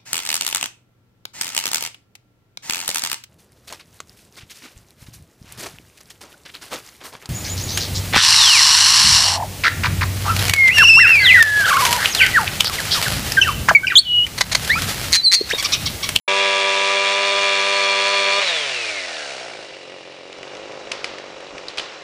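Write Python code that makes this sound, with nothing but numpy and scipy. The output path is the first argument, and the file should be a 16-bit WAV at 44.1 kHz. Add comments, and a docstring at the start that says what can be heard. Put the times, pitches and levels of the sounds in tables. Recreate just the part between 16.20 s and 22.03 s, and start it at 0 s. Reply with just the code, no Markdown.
"""Chainsaw felling a tree.

A two-stroke saw runs flat out, is released, coasts and putters at idle. One crank times its exhaust
pulses, chain slap, fan whine and clutch strikes. The tree tips: hinge fibres tick, crack and splinter
while the crown brushes through leaves. Trunks scatter the sound over a low rumble of open air."""
import sys
import numpy as np
from scipy import signal
from scipy.fft import rfft, irfft, next_fast_len
from scipy.io import wavfile
from scipy.ndimage import map_coordinates

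SR = 44100
rng = np.random.default_rng(int(sys.argv[2]) if len(sys.argv) > 2 else 0)


def dump_mix(stems):
    """Bounce the given channels to the path in sys.argv[1] as a 16-bit WAV at rate SR."""
    frames = np.atleast_2d(stems).T  # one column per channel
    limited = np.clip(frames, -1, 1)  # hard clip at full scale
    pcm = np.round(limited * 32767).astype(np.int16)
    wavfile.write(sys.argv[1], SR, pcm)


N = 257103
RELEASE_S = 2.205  # throttle shuts


def amp(db):
    return 10 ** (np.asarray(db) / 20)


def unit_rms(x):
    return x / np.sqrt(np.mean(x ** 2) + 1e-20)


def clock():
    return np.arange(N) / SR


def since(start_s):
    return np.maximum(clock() - start_s, 0)


def ramp(centre_s, length_s):
    return np.clip((clock() - centre_s) / length_s + .5, 0, 1)


def at_freq(points, hz):
    freqs, values = np.transpose(points)
    return np.interp(np.log(hz + 1), np.log(freqs + 1), values)


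def curves(rows):
    """Per-sample curve of each column after time_s."""
    time_s, *columns = np.transpose(rows)
    return [np.interp(clock(), time_s, column) for column in columns]


def wobble(rate_hz):
    """Smooth random curve."""
    knots = rng.standard_normal(int(N * rate_hz / SR) + 4)
    return map_coordinates(knots, [np.arange(N) * rate_hz / SR])


def colour(x, spectrum):
    """Minimum-phase filter from freq_hz, gain_db points."""
    m = 2 * next_fast_len(len(x) // 2 + 4096)
    cepstrum = irfft(np.log(amp(at_freq(spectrum, np.fft.rfftfreq(m, 1 / SR)))))
    cepstrum[1:m // 2] *= 2
    cepstrum[m // 2 + 1:] = 0
    return irfft(rfft(x, m) * np.exp(rfft(cepstrum)))[:len(x)]


def resonate(x, modes):
    """Parallel band-pass resonances."""
    m = 2 * next_fast_len(N)
    f = np.fft.rfftfreq(m, 1 / SR)
    response = sum(amp(db) * 1j * f * width / (hz * hz - f * f + 1j * f * width)
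                   for hz, width, db in modes)
    return irfft(rfft(x, m) * response)[:N]


def pulses(turns, spread_db, jitter_s):
    """One impulse per turn, uneven in size and time."""
    starts = np.flatnonzero(np.diff(np.floor(turns)) > 0)
    size, late = rng.standard_normal((len(starts), 2)).T
    starts += np.round(late * jitter_s * SR).astype(int)
    return np.bincount(np.clip(starts, 0, N - 1), amp(spread_db * size), N)


def bursts(turns, depth_db):
    """Noise that flares each turn, then decays by depth_db."""
    return unit_rms(amp(-depth_db * (turns % 1))) * rng.standard_normal(N)


# Open-air rumble: freq_hz, gain_db
AIR_SPECTRUM = [(20, -15), (50, 3), (120, -10.5), (300, 5.5), (1000, -29.5), (10000, -41.5)]


def air(throttle, level_db=-71, swell_db=5.5, blast_db=8, stir_db=11):
    """Low rumble, stirred by the exhaust blast and the falling crown."""
    level = level_db + swell_db * wobble(21) + blast_db * throttle + stir_db * ramp(3.85, 1.4)
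    return amp(level) * unit_rms(colour(rng.standard_normal(N), AIR_SPECTRUM))


# Forest decay before t60_scale: freq_hz, t60_s
FOREST_DECAY = [(100, 0.17), (600, 1), (3000, 1), (10000, 0.21)]


def forest_reverb(x, t60_scale=0.99):
    """Diffuse echo off the trunks; the mids ring longest."""
    hz, t, noise = signal.stft(rng.standard_normal(SR), SR, nperseg=256)
    t60_s = t60_scale * at_freq(FOREST_DECAY, hz)[:, None]
    tail = signal.istft(noise * amp(-60 * t / t60_s), SR, nperseg=256)[1]
    return signal.fftconvolve(x, tail / np.linalg.norm(tail))[:len(x)]


def trunk_scatter(x, spread_s=0.00496, spacing_hz=230):
    """Paths between trunks delay each band differently, softening pulses."""
    m = 2 * next_fast_len(N)
    delay_s = spread_s * np.sin(np.pi * np.fft.rfftfreq(m, 1 / SR) / spacing_hz) ** 2
    return irfft(rfft(x, m) * np.exp(-2j * np.pi * np.cumsum(delay_s) * SR / m))[:N]


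# Leaf rustle: freq_hz, gain_db
LEAF_SPECTRUM = [(150, -24), (400, 8), (800, 10.5), (1500, 8), (2600, -3), (3500, -24), (5500, 1),
                 (8000, -11.5), (10000, -59)]
# Rustle envelope: time_s, relative_db
CROWN_ENVELOPE = [(4.0, -46), (4.25, -41), (4.6, -39.5), (4.9, -42.5), (5.2, -41), (5.45, -40.5),
                  (5.83, -40.5)]


def crown(gain_db=-3, grain_db=2):
    """Leaves and twigs brush their neighbours in small clumps."""
    grains = rng.standard_normal(N) * amp(grain_db * wobble(700) + 1.8 * wobble(35))
    rustle = unit_rms(colour(grains, LEAF_SPECTRUM))
    return rustle * amp(curves(CROWN_ENVELOPE)[0] + gain_db) * ramp(4.14, 0.43)


# Loud hinge breaks: start_s, relative_db, ring_hz
BREAKS = [(4.128, -26.5, 3000), (4.23, -25, 2740), (4.351, -27.5, 2410), (4.369, -28, 2600),
          (4.716, -15.5, 2160), (4.718, -10.5, 2340), (4.8437, -10, 2300), (4.984, -24, 2390),
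          (5.3813, -21.5, 2480), (5.4835, -16, 4130), (5.574, -19.5, 2620), (5.5819, -12, 3300),
          (5.5859, -12, 3350), (5.5951, -16.5, 2610), (5.598, -16, 3070)]


def fibre_events(tick_db=-34, spread_db=3, ring_hz=2900, count=14):
    """Loud breaks, plus faint single-fibre ticks at random between them."""
    when, size, pitch = rng.random((count, 3)).T
    first_s, last_s = BREAKS[0][0], BREAKS[-1][0]
    ticks = zip(first_s + when * (last_s - first_s),
                tick_db + spread_db * (2 * size - 1),
                ring_hz * 2 ** (pitch - .5))
    return [*BREAKS, *ticks]


# Fibre snap: ring_ratio, gain_db
SNAP_SPECTRUM = [(.05, -15), (.2, -11.5), (.6, -7.5), (.85, -1.5), (1, 2.5), (1.202, -2), (1.7, -12),
                 (2.4, -4.5), (3.3, -6)]
# Treble loss in the forest: freq_hz, gain_db
FOREST_DAMPING = [(5500, 4), (8000, -15), (10000, -17)]
# Snap echo: freq_hz, gain_db
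ECHO_SPECTRUM = [(100, -28.5), (450, 2.5), (1200, 0), (2800, -0.5), (4500, 0), (7000, -10), (10000, -20)]


def cracks(gain_db=-5, snap_t60_s=0.016, splinter_db=-26, splinter_t60_s=0.078, echo_db=-4):
    """Fibres part with a snap and a spray of splinters; the forest echoes."""
    out, t = np.zeros(N + SR), np.arange(SR) / SR
    envelope = amp(-60 * t / snap_t60_s) + amp(splinter_db - 60 * t / splinter_t60_s)
    for start_s, relative_db, ring_hz in fibre_events():
        spectrum = [(ratio * ring_hz, db + at_freq(FOREST_DAMPING, ratio * ring_hz))
                    for ratio, db in SNAP_SPECTRUM]
        snap = colour(envelope * rng.standard_normal(SR), spectrum)
        echo = forest_reverb(colour(signal.unit_impulse(SR), ECHO_SPECTRUM))
        crack = snap / np.linalg.norm(snap) + amp(echo_db) * echo / np.linalg.norm(echo)
        out[round(start_s * SR):][:SR] += amp(relative_db + gain_db) * np.sqrt(.002 * SR) * crack
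    return out[:N]


# Speed in the cut: time_s, crank_hz
CUT_SPEED = [(0.1, 194.6), (0.2, 196.8), (0.39, 195.3), (0.47, 195.9), (0.56, 195.6), (0.76, 197.2),
             (0.88, 197.2), (1.0, 198.3), (1.22, 198.6), (1.4, 196.5), (1.5, 198), (1.79, 196.4),
             (1.93, 198.9), (2.03, 197.1), (2.11, 197.1), (2.19, 200.6)]
# Hunting idle: time_s, crank_hz, exhaust_db
IDLE_TRACK = [(4.05, 44.13, -37.3), (4.25, 48, -36), (4.55, 51.05, -34), (4.8, 48.72, -35.5),
              (5.3, 48.02, -36.5), (5.83, 49, -40.5)]


def crank_speed(drop_share=.093, drop_s=.108, coast_s=.897):
    """Friction slows the released engine until the idle catches it."""
    t = since(RELEASE_S)
    run_down = drop_share * np.exp(-t / drop_s) + (1 - drop_share) * np.exp(-t / coast_s)
    coast_hz = curves(CUT_SPEED)[0] * run_down
    return (coast_hz ** 6 + curves(IDLE_TRACK)[0] ** 6) ** (1 / 6)  # soft maximum


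def octaves(crank_hz):
    """Octaves relative to full speed."""
    return np.log2(crank_hz / CUT_SPEED[-1][1])


def bite_db(extra_db=2, settle_s=0.47):
    """The saw starts loud and settles into the cut."""
    return extra_db * np.exp(-clock() / settle_s)


# Clutch drum: freq_hz, gain_db
DRUM_SPECTRUM = [(100, -54), (200, -53), (480, -20.5), (600, -5), (700, -0.5), (820, -7), (1100, -23),
                 (1500, -7), (2500, -47)]


def clutch(turns, level_db=-34.5, peak_s=3.11, swell_s=0.3):
    """Slowing shoes strike the drum once a turn, in one swell, as they let go."""
    strikes = pulses(turns + 0.2976, spread_db=3, jitter_s=.0005)
    swell = np.exp(-((clock() - peak_s) / swell_s) ** 2)
    return unit_rms(colour(strikes, DRUM_SPECTRUM)) * amp(level_db) * swell


# Fan throb: cycles_per_turn, relative_depth
FAN_THROB = [(1, 0.34), (2, 0.41), (3, .45), (4, .4)]


def fan(turns, crank_hz, throttle, cut_db=-26, emerge_s=.56, coast_db=-19, db_per_octave=9, vanes=22):
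    """Flywheel vanes whine: emerging in the cut, then sinking through the saw's resonances."""
    throb = sum(depth * np.cos(2 * np.pi * k * turns + k * k) for k, depth in FAN_THROB)
    flutter = amp(2.4 * wobble(45)) * (1 + throb * (1 - .5 * throttle))
    tone = np.sin(2 * np.pi * vanes * turns + .55 * wobble(90))
    cutting = amp(cut_db - 38 * np.exp(-clock() / emerge_s))
    resonance_db = at_freq(RATTLE_SPECTRUM, vanes * crank_hz)
    coasting = amp(coast_db + db_per_octave * octaves(crank_hz) + resonance_db) * (1 - ramp(3.15, 0.55))
    return tone * flutter * (throttle * cutting + (1 - throttle) * coasting)


def chain_levels_db(crank_hz, rattle_db=-20, hiss_db=-29, clutch_open_s=3.13, stop_s=0.5):
    """Rattle and hiss fall with speed, and further as the freed chain stops."""
    stopped = 1 - np.exp(-since(clutch_open_s) / stop_s)
    return (rattle_db + bite_db() + 7.5 * octaves(crank_hz) - 6 * stopped,
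            hiss_db + 5.5 * octaves(crank_hz) - 16 * stopped)


def chain_shake(turns, throttle):
    """Noise bursts: every other turn under power, every turn after release."""
    return throttle * bursts(turns / 2, depth_db=7) + (1 - throttle) * bursts(turns, depth_db=6)


def bar_rasp(turns, throttle, cut_db=-4, coast_db=-6, chirp_s=.008):
    """Bending waves in the bar arrive treble first, smearing each slap into a chirp."""
    cutting = amp(cut_db) * unit_rms(pulses(turns / 2, spread_db=1.5, jitter_s=.00005))
    coasting = amp(coast_db) * unit_rms(pulses(turns, spread_db=2.5, jitter_s=.00005))
    slaps = throttle * cutting + (1 - throttle) * (1 - ramp(2.69, 1.0)) * coasting
    t = np.arange(round(chirp_s * SR)) / SR
    chirp = signal.chirp(t, f0=7000, t1=t[-1], f1=300)
    return signal.fftconvolve(slaps, chirp / np.linalg.norm(chirp))[:N]


# Chain slap: freq_hz, gain_db
RATTLE_SPECTRUM = [(150, -50.5), (400, -16), (600, -6.5), (850, -9.5), (1400, -7.5), (1900, -4), (2400, 2),
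                   (3000, -7), (3450, -3), (4000, -6), (4800, -29.5), (7000, -21), (10000, -39)]
# Running teeth: freq_hz, gain_db
HISS_SPECTRUM = [(2650, -25.5), (4500, -1), (4740, -6), (5290, -4.5), (8920, -17.5), (9620, -16.5),
                 (10200, -38.5), (13300, -30.5), (22000, -120)]
# Engine casing: freq_hz, width_hz, gain_db
CASING_MODES = [(1964.5, 160, -3.5), (2837, 200, 3), (3940, 200, -3), (4560, 160, -5), (5148, 180, -10.5)]


def chain(turns, crank_hz, throttle, cut_db=-4.5, knock_share=0.14):
    """Links slap the bar and teeth hiss; casing knock stands out as the chain stops."""
    rattle_db, hiss_db = chain_levels_db(crank_hz)
    rasp = bar_rasp(turns, throttle)
    shake = chain_shake(turns, throttle) * amp(1.9 * wobble(260))
    slaps = unit_rms(colour(shake + rasp, RATTLE_SPECTRUM))
    casing = resonate(bursts(turns, depth_db=1.5), CASING_MODES)
    knocks = unit_rms(colour(casing, FOREST_DAMPING))
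    share = knock_share * (1 + ramp(3.3, .5) - throttle)
    metal = np.sqrt(1 - share) * slaps + np.sqrt(share) * knocks
    hiss_db += 0.52 * wobble(18)
    hiss = unit_rms(colour(chain_shake(turns, throttle), HISS_SPECTRUM))
    return amp(rattle_db + cut_db * throttle) * metal + amp(hiss_db) * hiss


# Muffler while coasting: freq_hz, gain_db
COAST_SPECTRUM = [(30, -34), (70, -19), (135, -8.5), (210, -17.5), (300, -5), (400, -2.5), (540, 4),
                  (680, 3), (900, -17.5), (1400, -5.5), (3000, -19.5), (9000, -51.5)]


def coast_exhaust(turns, crank_hz, level_db=-33.5, db_per_octave=3, return_turns=0.285, return_db=-8):
    """Throttle shut, each turn pumps one even puff and its return wave."""
    puffs = pulses(turns, spread_db=0.7, jitter_s=.00002)
    puffs += amp(return_db) * pulses(turns - return_turns, spread_db=0.2, jitter_s=.00002)
    muffled = unit_rms(colour(puffs / np.sqrt(crank_hz), COAST_SPECTRUM))
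    last_fuel_db = 7 * np.exp(-since(RELEASE_S) / 0.065)
    return trunk_scatter(muffled) * amp(level_db + db_per_octave * octaves(crank_hz) + last_fuel_db)


# Muffler at idle: freq_hz, gain_db
IDLE_SPECTRUM = [(30, -40), (90, -21), (135, -8.5), (210, -15.5), (280, -7), (380, 0), (470, -1.5),
                 (540, 5), (600, -2), (700, -5), (900, -10), (1300, -13.5), (3000, -36.5), (9000, -62)]


def idle_exhaust(turns, intake_db=-7, gas_db=-11, limp_turns=.02):
    """Firings limp, the intake gulps between them, turbulent gas trails each puff."""
    firings = pulses(turns + limp_turns * np.cos(np.pi * turns), spread_db=1.5, jitter_s=.0003)
    gulps = amp(intake_db) * pulses(turns + .55, spread_db=2.5, jitter_s=.0009)
    gas = amp(gas_db) * bursts(turns, depth_db=2)
    burble = unit_rms(colour(unit_rms(firings + gulps) + gas, IDLE_SPECTRUM))
    return trunk_scatter(burble, spread_s=.004) * amp(curves(IDLE_TRACK)[1])


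# Full-throttle exhaust partials: crank_order, relative_db
EXHAUST_ORDERS = [(0.5, -30), (1, -19.5), (1.5, -20.5), (2, 0.06), (2.5, -3), (3, 5), (3.5, -19), (4, -14),
                  (4.5, -9.5), (5, 2.5), (6, 4), (6.5, -12.5), (7, -12), (7.5, -34), (8, -8.5), (8.5, -3),
                  (9, -11.5), (9.5, -29.5), (10, -14), (10.5, -15), (11, -16), (11.5, -23), (12, 7.5),
                  (12.5, -7), (14, 1.5), (14.5, -2.5), (15, -23), (15.5, -18), (16.5, -18), (17, 3.5),
                  (17.5, -19), (18, 0.5), (18.5, 0.5), (19, -11)]


def full_exhaust(turns, level_db=-22, tilt_db=-3, flutter_db=0.99, blur_rad=0.96, lag_cycles=4.4):
    """Flat out, the engine fires every other turn, adding half orders to the note."""
    shaft_turns = turns + 0.0013 * wobble(70)
    note = np.zeros(N)
    for order, db in EXHAUST_ORDERS:
        # high orders leave the muffler later, flutter more and blur among the trunks
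        height = order / EXHAUST_ORDERS[-1][0]
        gain = amp(db + tilt_db * height + flutter_db * (1 + height) * wobble(29.29))
        phase = 2 * np.pi * (order * shaft_turns - lag_cycles * height ** 2)
        note += gain * np.cos(phase + blur_rad * height * wobble(44.77))
    low_order_power = sum(amp(db) ** 2 / 2 for order, db in EXHAUST_ORDERS if order < 7)
    return amp(level_db + bite_db()) * note / np.sqrt(low_order_power)


def scene():
    """One crank drives the whole saw, hunting at idle while the tree tips."""
    throttle = 1 - ramp(RELEASE_S, 0.02)
    idling = ramp(3.27, 0.38)
    crank_hz = crank_speed() * (1 + .018 * idling * wobble(14))
    turns = np.cumsum(crank_hz) / SR
    saw = throttle * full_exhaust(turns)
    saw += amp(-20) * forest_reverb(saw, t60_scale=.6)
    saw += (1 - throttle) * np.sqrt(1 - idling) * coast_exhaust(turns, crank_hz)
    saw += (1 - throttle) * np.sqrt(idling) * idle_exhaust(turns)
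    saw += trunk_scatter(clutch(turns))
    saw += chain(turns, crank_hz, throttle) + fan(turns, crank_hz, throttle)
    return np.tile(saw + cracks() + crown() + air(throttle), (2, 1))


def record(dry, onset_s=0.079, cutoff_hz=10250):
    """Abrupt onset, brick-wall low-pass."""
    m = 2 * next_fast_len(N)
    passband = np.fft.rfftfreq(m, 1 / SR) < cutoff_hz
    return irfft(rfft(dry * ramp(onset_s, 0.0025), m) * passband)[:, :N]


dry = scene()
out = record(dry)
dump_mix(out)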